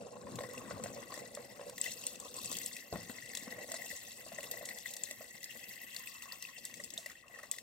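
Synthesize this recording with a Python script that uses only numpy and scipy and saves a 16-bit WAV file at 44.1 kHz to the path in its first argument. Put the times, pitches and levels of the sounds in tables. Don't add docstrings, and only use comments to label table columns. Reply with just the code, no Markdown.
import sys
import numpy as np
from scipy import signal
from scipy.fft import rfft, irfft
from scipy.io import wavfile
from scipy.ndimage import uniform_filter1d

SR = 44100
rng = np.random.default_rng(int(sys.argv[2]) if len(sys.argv) > 2 else 0)


def persist_wave(psi):
    counts = np.round(np.clip(psi, -1, 1) * 32767).astype(np.int16)
    wavfile.write(sys.argv[1], SR, np.atleast_2d(counts).T)


N = 336042
T = np.arange(N) / SR
HZ = np.fft.rfftfreq(N, 1 / SR)

# (frequency [Hz], level [dB])
HUSH_SPECTRUM = [(18, -39), (30, 28.5), (684, -5.5), (1590, -7), (4190, -36), (16000, -83.5)]
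# (time [s], gurgle level [dB])
GURGLE_LEVEL = [(0.0, -53.5), (0.45, -57.5), (1.02, -54), (1.19, -54), (1.91, -57), (2.14, -58),
                (3.44, -59.5), (3.63, -53), (4.05, -63), (4.22, -64), (4.52, -53), (5.39, -65),
                (5.77, -65.5), (6.37, -75.5), (6.68, -67.5), (6.9, -66), (7.21, -68.5), (7.62, -66.5)]
# (time [s], level [dB])
SPRAY_LEVEL = [(0.0, -62.5), (0.25, -64.5), (0.42, -55), (0.6, -59.5), (1.0, -57.5), (1.72, -58),
               (1.86, -48.5), (2.0, -52), (2.2, -59), (2.53, -46), (2.76, -51.5), (3.25, -58),
               (3.38, -52.5), (3.55, -58), (3.9, -51.5), (4.45, -57.5), (4.9, -52.5), (5.4, -58),
               (5.95, -57), (6.15, -58), (6.95, -61.5), (7.15, -62.5), (7.4, -66), (7.62, -65)]
# (time [s], level [dB])
RING_LEVEL = [(0.0, -90), (0.33, -97), (0.45, -59), (0.8, -74), (1.1, -61), (1.5, -63), (1.74, -76),
              (1.85, -48), (2.0, -74), (2.38, -75), (2.6, -57.5), (3.25, -59.5), (3.85, -55), (4.1, -62.5),
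              (4.5, -60), (4.8, -56), (5.5, -58.5), (5.85, -55.5), (6.15, -62), (7.35, -62.5), (7.62, -71)]
# (middle [s], half-width [s], lift [dB])
SLOSH_FLURRIES = [(0.35, 0.1, 11.4), (0.75, 0.22, 7.9), (2.53, 0.12, 8.9), (3.6, 0.14, 4.3),
                  (4.5, 0.17, 4.9), (6.82, 0.18, 7.1)]
PLOP_FLURRIES = [(0.7, 0.38, 15.5), (2.35, 0.42, 11.5), (3.65, 0.18, 0), (6.25, 0.37, 15.5),
                 (7.35, 0.23, 11)]
SPATTER_FLURRIES = [(0.1, 0.26, -11), (7.12, 0.067, 29), (7.37, 0.07, 20)]
SMALL_FLURRIES = [(1.86, 0.032, 11), (5.75, 0.28, 8.6), (6.45, 0.3, 5.4), (7.3, 0.34, 6)]
MIST_FLURRIES = [(4.55, 0.1, 4.5), (5.8, 0.71, 5.2)]
# (middle [s], half-width [s], lift [dB])
LULLS = [(1.3, 0.027, -4), (2.88, 0.042, -6.5), (5.37, 0.1, -2.5), (7.24, 0.08, -6.5)]
# (time [s], level [dB], pitch [Hz])
GLUGS = [(0.066, -46.5, 950), (0.13, -47.5, 1005), (0.158, -48, 1015), (0.212, -50, 1030),
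         (0.268, -39, 970), (0.386, -30, 474), (0.405, -33.5, 560), (0.435, -33.5, 495), (0.437, -42, 1040),
         (0.487, -39.5, 456), (0.532, -44, 470), (0.573, -38.5, 477), (0.65, -43, 1530), (0.658, -45, 560),
         (0.706, -39.5, 540), (0.708, -33.5, 1440), (0.769, -53, 510), (0.796, -35.5, 497),
         (0.839, -35, 514), (0.858, -33, 674), (0.962, -42, 550), (1.121, -35, 1135), (1.174, -39, 563),
         (1.247, -44.5, 490), (1.371, -35, 560), (1.593, -37.5, 518), (1.61, -36, 520), (1.692, -45, 504),
         (1.721, -48, 482), (2.956, -32.5, 204), (2.985, -46, 190), (3.095, -33.5, 225),
         (3.423, -46.5, 256), (3.475, -35.5, 237), (3.581, -40, 580), (3.686, -43.5, 560),
         (3.713, -40, 640), (3.739, -35.5, 640), (3.927, -45, 530), (4.263, -43.5, 613), (4.318, -38, 646),
         (4.385, -35, 595), (4.433, -48, 580), (4.538, -44, 630), (4.611, -42.5, 597), (4.627, -42, 580),
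         (5.108, -46, 580), (5.207, -41.5, 623), (6.255, -46.5, 1094), (6.328, -43.5, 1014),
         (6.796, -45.5, 560), (6.983, -45, 633), (7.059, -47, 584), (7.239, -54, 1170), (7.297, -52.5, 674),
         (7.389, -41.5, 1230), (7.432, -48.5, 570), (7.435, -46, 1170)]
# (time [s], level [dB], pitch [Hz], crack against bubble [dB])
SPLASHES = [(0.3563, -33, 7080, -5), (0.389, -34.5, 3900, -19), (0.434, -38, 1780, -12),
            (0.534, -37, 13000, -12), (0.5777, -35.5, 2630, -17), (0.838, -25, 8000, -13),
            (1.12, -38, 4520, -30), (1.1398, -31.5, 1780, -13), (1.191, -35, 7500, -17),
            (1.35, -30.5, 7870, -8), (1.696, -34.5, 6900, 7), (1.7796, -28.5, 2010, -6),
            (1.814, -20, 7700, -20), (1.8407, -24, 2920, -12), (1.872, -31.5, 2060, -7),
            (1.9382, -34, 8150, -11), (2.0378, -30.5, 2940, -10), (2.0671, -18.5, 8530, -16.5),
            (2.156, -39, 2800, -10), (2.2, -31, 7900, -8), (2.3416, -33, 6040, -11),
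            (2.366, -32, 7900, -16), (2.387, -37, 4850, -10), (2.415, -31.5, 3700, -8),
            (2.4452, -30.5, 6670, -6), (2.515, -24, 8000, -3), (2.527, -27, 9600, -10),
            (2.5518, -28.5, 3140, -16), (2.568, -25.5, 7900, 7), (2.586, -27, 5260, 3),
            (2.661, -22.5, 8100, -13), (2.673, -35, 5270, -8), (2.7656, -30, 2400, -12),
            (2.9265, -36.5, 4500, -16), (3.0952, -31.5, 1940, -13), (3.2232, -39, 1900, -22),
            (3.2597, -35, 2070, -16), (3.333, -42, 1980, -19), (3.3503, -26.5, 5050, 0),
            (3.3718, -24, 3750, -8), (3.509, -38.5, 1940, -2), (3.563, -51, 1920, -13),
            (3.589, -38, 7760, -30), (3.635, -38, 2050, -22), (3.718, -26, 7820, -4),
            (3.7428, -27, 7900, -23.5), (3.7675, -39, 2100, -8), (3.819, -34, 2050, -27),
            (3.861, -32, 1940, 23), (3.9119, -33, 1950, -34), (4.3839, -31.5, 1940, -31),
            (4.406, -36, 2700, -14), (4.43, -29.5, 2160, -14), (4.44, -32, 2730, -11),
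            (4.5132, -21.5, 13600, -16), (4.514, -34, 12000, -24), (4.6555, -29.5, 7700, -9),
            (4.6886, -26, 2210, -14.5), (4.785, -32.5, 2070, 19), (4.871, -37, 3570, -20),
            (4.857, -30, 1940, -40), (4.937, -30, 8400, 11), (4.966, -31.5, 1940, 6),
            (5.036, -23, 7500, -17), (5.11, -28.5, 2160, -10), (5.4298, -35, 1970, 18),
            (5.442, -28, 5090, -7), (5.639, -40, 2000, 19), (5.715, -38, 2040, -27),
            (5.777, -50, 1950, -22), (5.9454, -33.5, 1940, 11), (5.964, -27.5, 4400, -11),
            (6.0361, -35.5, 1940, -13), (6.072, -34.5, 2570, -28), (6.2216, -33, 2650, -13),
            (6.322, -28.5, 4610, -17), (6.424, -27, 1940, 26), (6.4506, -33.5, 2670, -49),
            (6.584, -39, 1970, 23), (6.64, -41, 1970, 14), (6.6519, -25.5, 8000, -12),
            (6.74, -34, 2230, -17), (6.7989, -33, 1970, -44), (6.8378, -33, 5200, -8),
            (6.844, -32, 7300, -16), (6.9038, -33, 5600, -8), (6.938, -32, 7500, -16),
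            (6.977, -25.5, 3730, -16), (7.06, -29.5, 2000, -10), (7.098, -36.5, 1960, -8),
            (7.115, -39.5, 1960, -19), (7.153, -43.5, 1860, -35), (7.281, -45, 2750, -17),
            (7.308, -47, 1950, -25), (7.347, -41, 1850, -14), (7.358, -39, 1890, -36),
            (7.387, -40.5, 1750, -17), (7.431, -36, 1950, -16), (7.5138, -20, 7540, -14),
            (7.538, -40, 1974, -15), (7.564, -39, 1880, -4), (7.584, -31.5, 2000, -6)]
KNOCK = 2.9262, -28.5
# (frequency [Hz], level [dB], t60 [s])
WORKTOP_MODES = [(69, -8, 0.37), (105, -7, 0.62), (169.5, 8, 0.31), (350, 7, 0.055), (560, 19.5, 0.016),
                 (726, 18.5, 0.018), (1000, 6, 0.029)]
# (frequency [Hz], width [Hz], level [dB])
POT_RESONANCES = [(135.5, 25, -7.5), (231, 134, -5.5), (504, 52, 0.5), (570.4, 46, -0.5), (646, 443, -4),
                  (1066, 200, -1), (1940, 234, 3.5), (2670, 250, -3.5), (3464, 620, -7), (4484, 350, -9.5),
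                  (5450, 540, -10.5), (6290, 870, -8), (6960, 380, -7), (7900, 2060, -0.5)]
# (frequency [Hz], level [dB])
POT_DIRECT = [(40, -13), (120, -19), (350, -4.5), (800, -34), (1300, -66), (1600, -23.5), (4000, -3),
              (9500, -3), (16000, 11.5)]
# (frequency [Hz], shared power [0-1])
PORT_LIKENESS = [(60, 0.63), (150, 0.77), (380, 0.88), (600, 0.78), (950, 0.39), (2380, 0.34), (5980, 0.57),
                 (15000, 0.18)]
# (frequency [Hz], difference [dB])
PORT_LEAN = [(60, 11), (120, 3.5), (240, 6), (480, -2.5), (950, 4), (1890, 7), (3770, 4), (7520, 5.5),
             (11000, -4.5), (15000, -0.5)]
# (frequency [Hz], phase [rad])
PORT_LEAD = [(60, 0), (860, 0.6), (2500, 0.2), (5500, 1.4), (8600, 2.6), (11500, 2.0), (14000, 0),
             (16500, 0)]

HUSH_DB, WATER_DB = -70.5, 1.5
USUAL_GURGLE_DB, USUAL_SPRAY_DB = -62, -59
# level at the lead's usual level [dB], share of its swings, drift [dB/s]
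SLOSH_RULE, PLOP_RULE = (-61.5, 0.23, -1.27), (-72.5, 0.099, -0.82)
SPATTER_RULE = (-67.5, 0.17, -3)
SMALL_RULE, MIST_RULE = (-69, 1, 0.4), (-71.5, 1.27, 0.87)
LANDS_S, LANDS_RISE_S, BEFORE_DB = 0.13, 0.11, -16
FILLED_HZ = 560
RING_SURGE_DB = 2.3
WOBBLE_DB = 1.5
USUAL_GLUG_DB = -40
SLAP_DB, SLAP_DB_PER_DB = 5.0, 1
SPLASH_LEAN_DB, SPLASH_LATE_S = 2.0, 0.00007
HIT_ECHO = 0.45
ECHO_DECAY_S = 0.004
BASS_CUT_HZ, EDGE_HZ = 77, 16150


def amp(db):
    return 10 ** (np.asarray(db) / 20)


def evened(x):
    return x / np.sqrt(np.mean(x ** 2) + 1e-20)


def read(points, hz):
    f, value = np.transpose(points)
    return np.interp(np.log(hz + 1), np.log(f + 1), value)


def curve(points):
    s, value = np.transpose(points)
    return np.interp(T, s, value)


def add(mix, s, sound):
    part = mix[..., round(s * SR):][..., :sound.shape[-1]]
    part += sound[..., :part.shape[-1]]


def lifts_db(rows):
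    return sum(lift_db * np.exp(-((T - s) / width_s) ** 2) for s, width_s, lift_db in rows)


def follow(lead_db, rule, flurries):
    db, share, drift_db_per_s = rule
    return db + share * lead_db + drift_db_per_s * T + lifts_db(flurries)


def wobble():
    return evened(uniform_filter1d(uniform_filter1d(rng.standard_normal(N), 1300), 700))


def pot(hz):
    direct = amp(read(POT_DIRECT, hz))
    return direct + sum(amp(db) / (1 + 2j * (hz - f) / width) ** 2.015 for f, width, db in POT_RESONANCES)


def bubble(hz, cycles, glide, phase, rise, sweep=0):
    turns = np.arange(int(8 * (cycles + rise) * SR / hz) + 2) * hz / SR
    swell = (1 - np.exp(-turns / rise)) ** 2
    slide = sweep * rise * np.exp(-turns / rise)
    angle = turns + slide + glide * turns ** 2 / cycles + phase
    return swell * np.exp(-turns / cycles) * np.sin(2 * np.pi * angle)


def bubbles(lo_hz, hi_hz, per_s, spread_db, cycles, hiss_db, surge_db, inside=True):
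    swarm = np.zeros(N)
    starts = rng.random(N) < per_s / SR
    size = amp(spread_db * np.minimum(rng.exponential(1, N), 3.8))
    kind = rng.integers(0, 14, N)
    for k, hz in enumerate(np.geomspace(lo_hz, hi_hz, 14)):
        one = bubble(hz, cycles, 0.0032, rng.random(), 0.94 * cycles)
        swarm += signal.oaconvolve(size * starts * (kind == k), one)[:N]
    band = 1 / np.sqrt((1 + (lo_hz / (HZ + 1)) ** 16) * (1 + (HZ / hi_hz) ** 16))
    hiss = evened(irfft(rfft(rng.standard_normal(N)) * band, N))
    drive = (evened(swarm) + amp(hiss_db) * hiss) * amp(surge_db * wobble())
    return evened(irfft(rfft(drive) * band * (pot(HZ) if inside else 1), N))


def hush():
    return evened(irfft(rfft(rng.standard_normal((2, N))) * amp(read(HUSH_SPECTRUM, HZ)), N))


def gurgle():
    full = bubbles(384, 917, 200, 5.8, 0.47, -1.1, 2.2)
    thinned = evened(signal.lfilter(*signal.butter(2, FILLED_HZ, "high", fs=SR), full))
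    return full + (thinned - full) * T / T[-1]


def mist(high_db):
    unlanded_db = BEFORE_DB * np.clip(1 - (T - LANDS_S) / LANDS_RISE_S, 0, 1)
    level_db = follow(high_db, MIST_RULE, MIST_FLURRIES) + unlanded_db
    return amp(level_db) * bubbles(10300, 14500, 1300, 39.0, 1.6, -0.86, 0.33)


def spatter(low_db):
    level_db = follow(low_db, SPATTER_RULE, SPATTER_FLURRIES)
    return amp(level_db) * bubbles(1180, 2880, 200, 3.5, 1.5, -1.8, RING_SURGE_DB, inside=False)


def ticks(per_s, spread_db, lo_hz):
    size = amp(spread_db * np.minimum(rng.exponential(1, N), 4))
    click = rng.standard_normal(60) * np.exp(-T[:60] / 0.00021)
    clicks = signal.oaconvolve(size * (rng.random(N) < per_s / SR), click)[:N]
    return evened(signal.lfilter(*signal.butter(2, lo_hz, "high", fs=SR), clicks))


def stream():
    gurgle_db, spray_db = curve(GURGLE_LEVEL), curve(SPRAY_LEVEL)
    low_db, high_db = gurgle_db - USUAL_GURGLE_DB, spray_db - USUAL_SPRAY_DB
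    slosh_db = follow(low_db, SLOSH_RULE, SLOSH_FLURRIES)
    plop_db = follow(low_db, PLOP_RULE, PLOP_FLURRIES)
    small_db = follow(high_db, SMALL_RULE, SMALL_FLURRIES)
    swarms = amp(slosh_db) * bubbles(66.0, 433, 150, 3.5, 0.82, 0.33, 0.91)
    swarms += amp(gurgle_db) * gurgle()
    swarms += amp(plop_db) * bubbles(863, 1390, 220, 1.6, 1.56, 2.5, 5.3)
    swarms += spatter(low_db)
    swarms += amp(curve(RING_LEVEL)) * bubbles(1788, 2347, 330, 4.7, 2.74, -2.2, RING_SURGE_DB)
    swarms += amp(small_db) * bubbles(2533, 3090, 300, 3.3, 2.55, 0.43, RING_SURGE_DB)
    swarms += amp(spray_db) * bubbles(3520, 10460, 3000, 6.2, 1.67, -7.0, 2.08)
    swarms += mist(high_db)
    swarms += amp(spray_db - 15.0) * ticks(130, 5.1, 2530)
    return swarms * amp(WOBBLE_DB * wobble() + lifts_db(LULLS))


def burst(hz, cycles, crack_db, crack_s, lo_hz, hi_hz, fizz_db, direct, rise, sweep=0):
    t, noise = T[:4096], rng.standard_normal(4096)
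    fade = amp(crack_db) * np.exp(-t / crack_s) + amp(fizz_db) * np.exp(-t / 0.045)
    crack = fade * noise * (1 - np.exp(-t / 0.001)) ** 2
    sound = signal.lfilter(*signal.butter(2, [lo_hz, hi_hz], "band", fs=SR), crack)
    add(sound, 0, bubble(hz, cycles, 0.012, 0, rise * cycles, sweep))
    past_pot = direct * sound
    add(sound, 0.0017, 0.23 * sound.copy())
    sound = irfft(rfft(sound) * pot(np.fft.rfftfreq(4096, 1 / SR))) + past_pot
    return sound / abs(sound).max()


def glugs(mix):
    for s, db, hz in GLUGS:
        slap_db = SLAP_DB + SLAP_DB_PER_DB * (db - USUAL_GLUG_DB)
        cycles = 3.1 * hz / 670.0
        sound = burst(hz, cycles, slap_db, 0.0023, 546, 1700, fizz_db=-10.0, direct=1.0, rise=0.28)
        add(mix, s, amp(db) * sound[None])


def splashes(mix):
    for s, db, hz, crack_db in SPLASHES:
        lean = amp(SPLASH_LEAN_DB * rng.standard_normal() * np.array([[.5], [-.5]]))
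        cycles = 2.85 * (hz / 2600.0) ** 0.47
        sound = amp(db) * lean * burst(hz, cycles, crack_db, 0.0019, 1900, 9750, fizz_db=-35.5,
                                       direct=0.32, rise=1.14, sweep=0.15)
        for port, late_s in enumerate(SPLASH_LATE_S * rng.random(2)):
            add(mix[port], s + late_s - 0.0005, sound[port])


def knock():
    t = T[:9000]
    modes = sum(amp(db - 60 * t / t60) * np.sin(2 * np.pi * hz * t) for hz, db, t60 in WORKTOP_MODES)
    blows = amp(-21.5) * rng.standard_normal(len(t)) * np.exp(-t / 0.031)
    blows[0] = 1
    sound = signal.fftconvolve(blows, modes)[:len(t)]
    return sound / abs(sound).max()


def ports(x, echoed):
    scatter = rng.standard_normal((5, 2, 1200)) * np.exp(-T[:1200] / ECHO_DECAY_S)
    scatter = rfft(scatter - scatter.mean(0), N)
    scatter /= np.sqrt(uniform_filter1d(abs(scatter) ** 2, 3000, axis=2))
    drift = uniform_filter1d(uniform_filter1d(rng.standard_normal((5, 1, N)), 300), 300)
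    share = np.exp(17.0 * evened(drift))
    share /= np.sqrt((share ** 2).sum(0))
    same, side = np.clip(read(PORT_LIKENESS, HZ), 0, 1), np.array([[.5], [-.5]])
    reflected = (rfft(share * echoed) * scatter).sum(0)
    heard = np.sqrt(same) * rfft(x) + np.sqrt(1 - same) * reflected
    lean = amp(side * read(PORT_LEAN, HZ))
    return irfft(heard * lean * np.exp(1j * side * read(PORT_LEAD, HZ)), N)


def scene():
    air, water, hits = hush(), stream(), np.zeros((2, N))
    glugs(hits)
    splashes(hits)
    knock_s, knock_db = KNOCK
    add(hits, knock_s, amp(knock_db) * knock()[None])
    return amp(WATER_DB) * ports(water + hits, water + HIT_ECHO * hits) + amp(HUSH_DB) * air


def record(dry):
    thin = signal.lfilter(*signal.butter(2, BASS_CUT_HZ, "high", fs=SR), dry)
    lowpass = signal.firwin(255, EDGE_HZ, window=("kaiser", 7), fs=SR)
    return signal.oaconvolve(thin, lowpass[None], "same")


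dry = scene()
out = record(dry)
persist_wave(out)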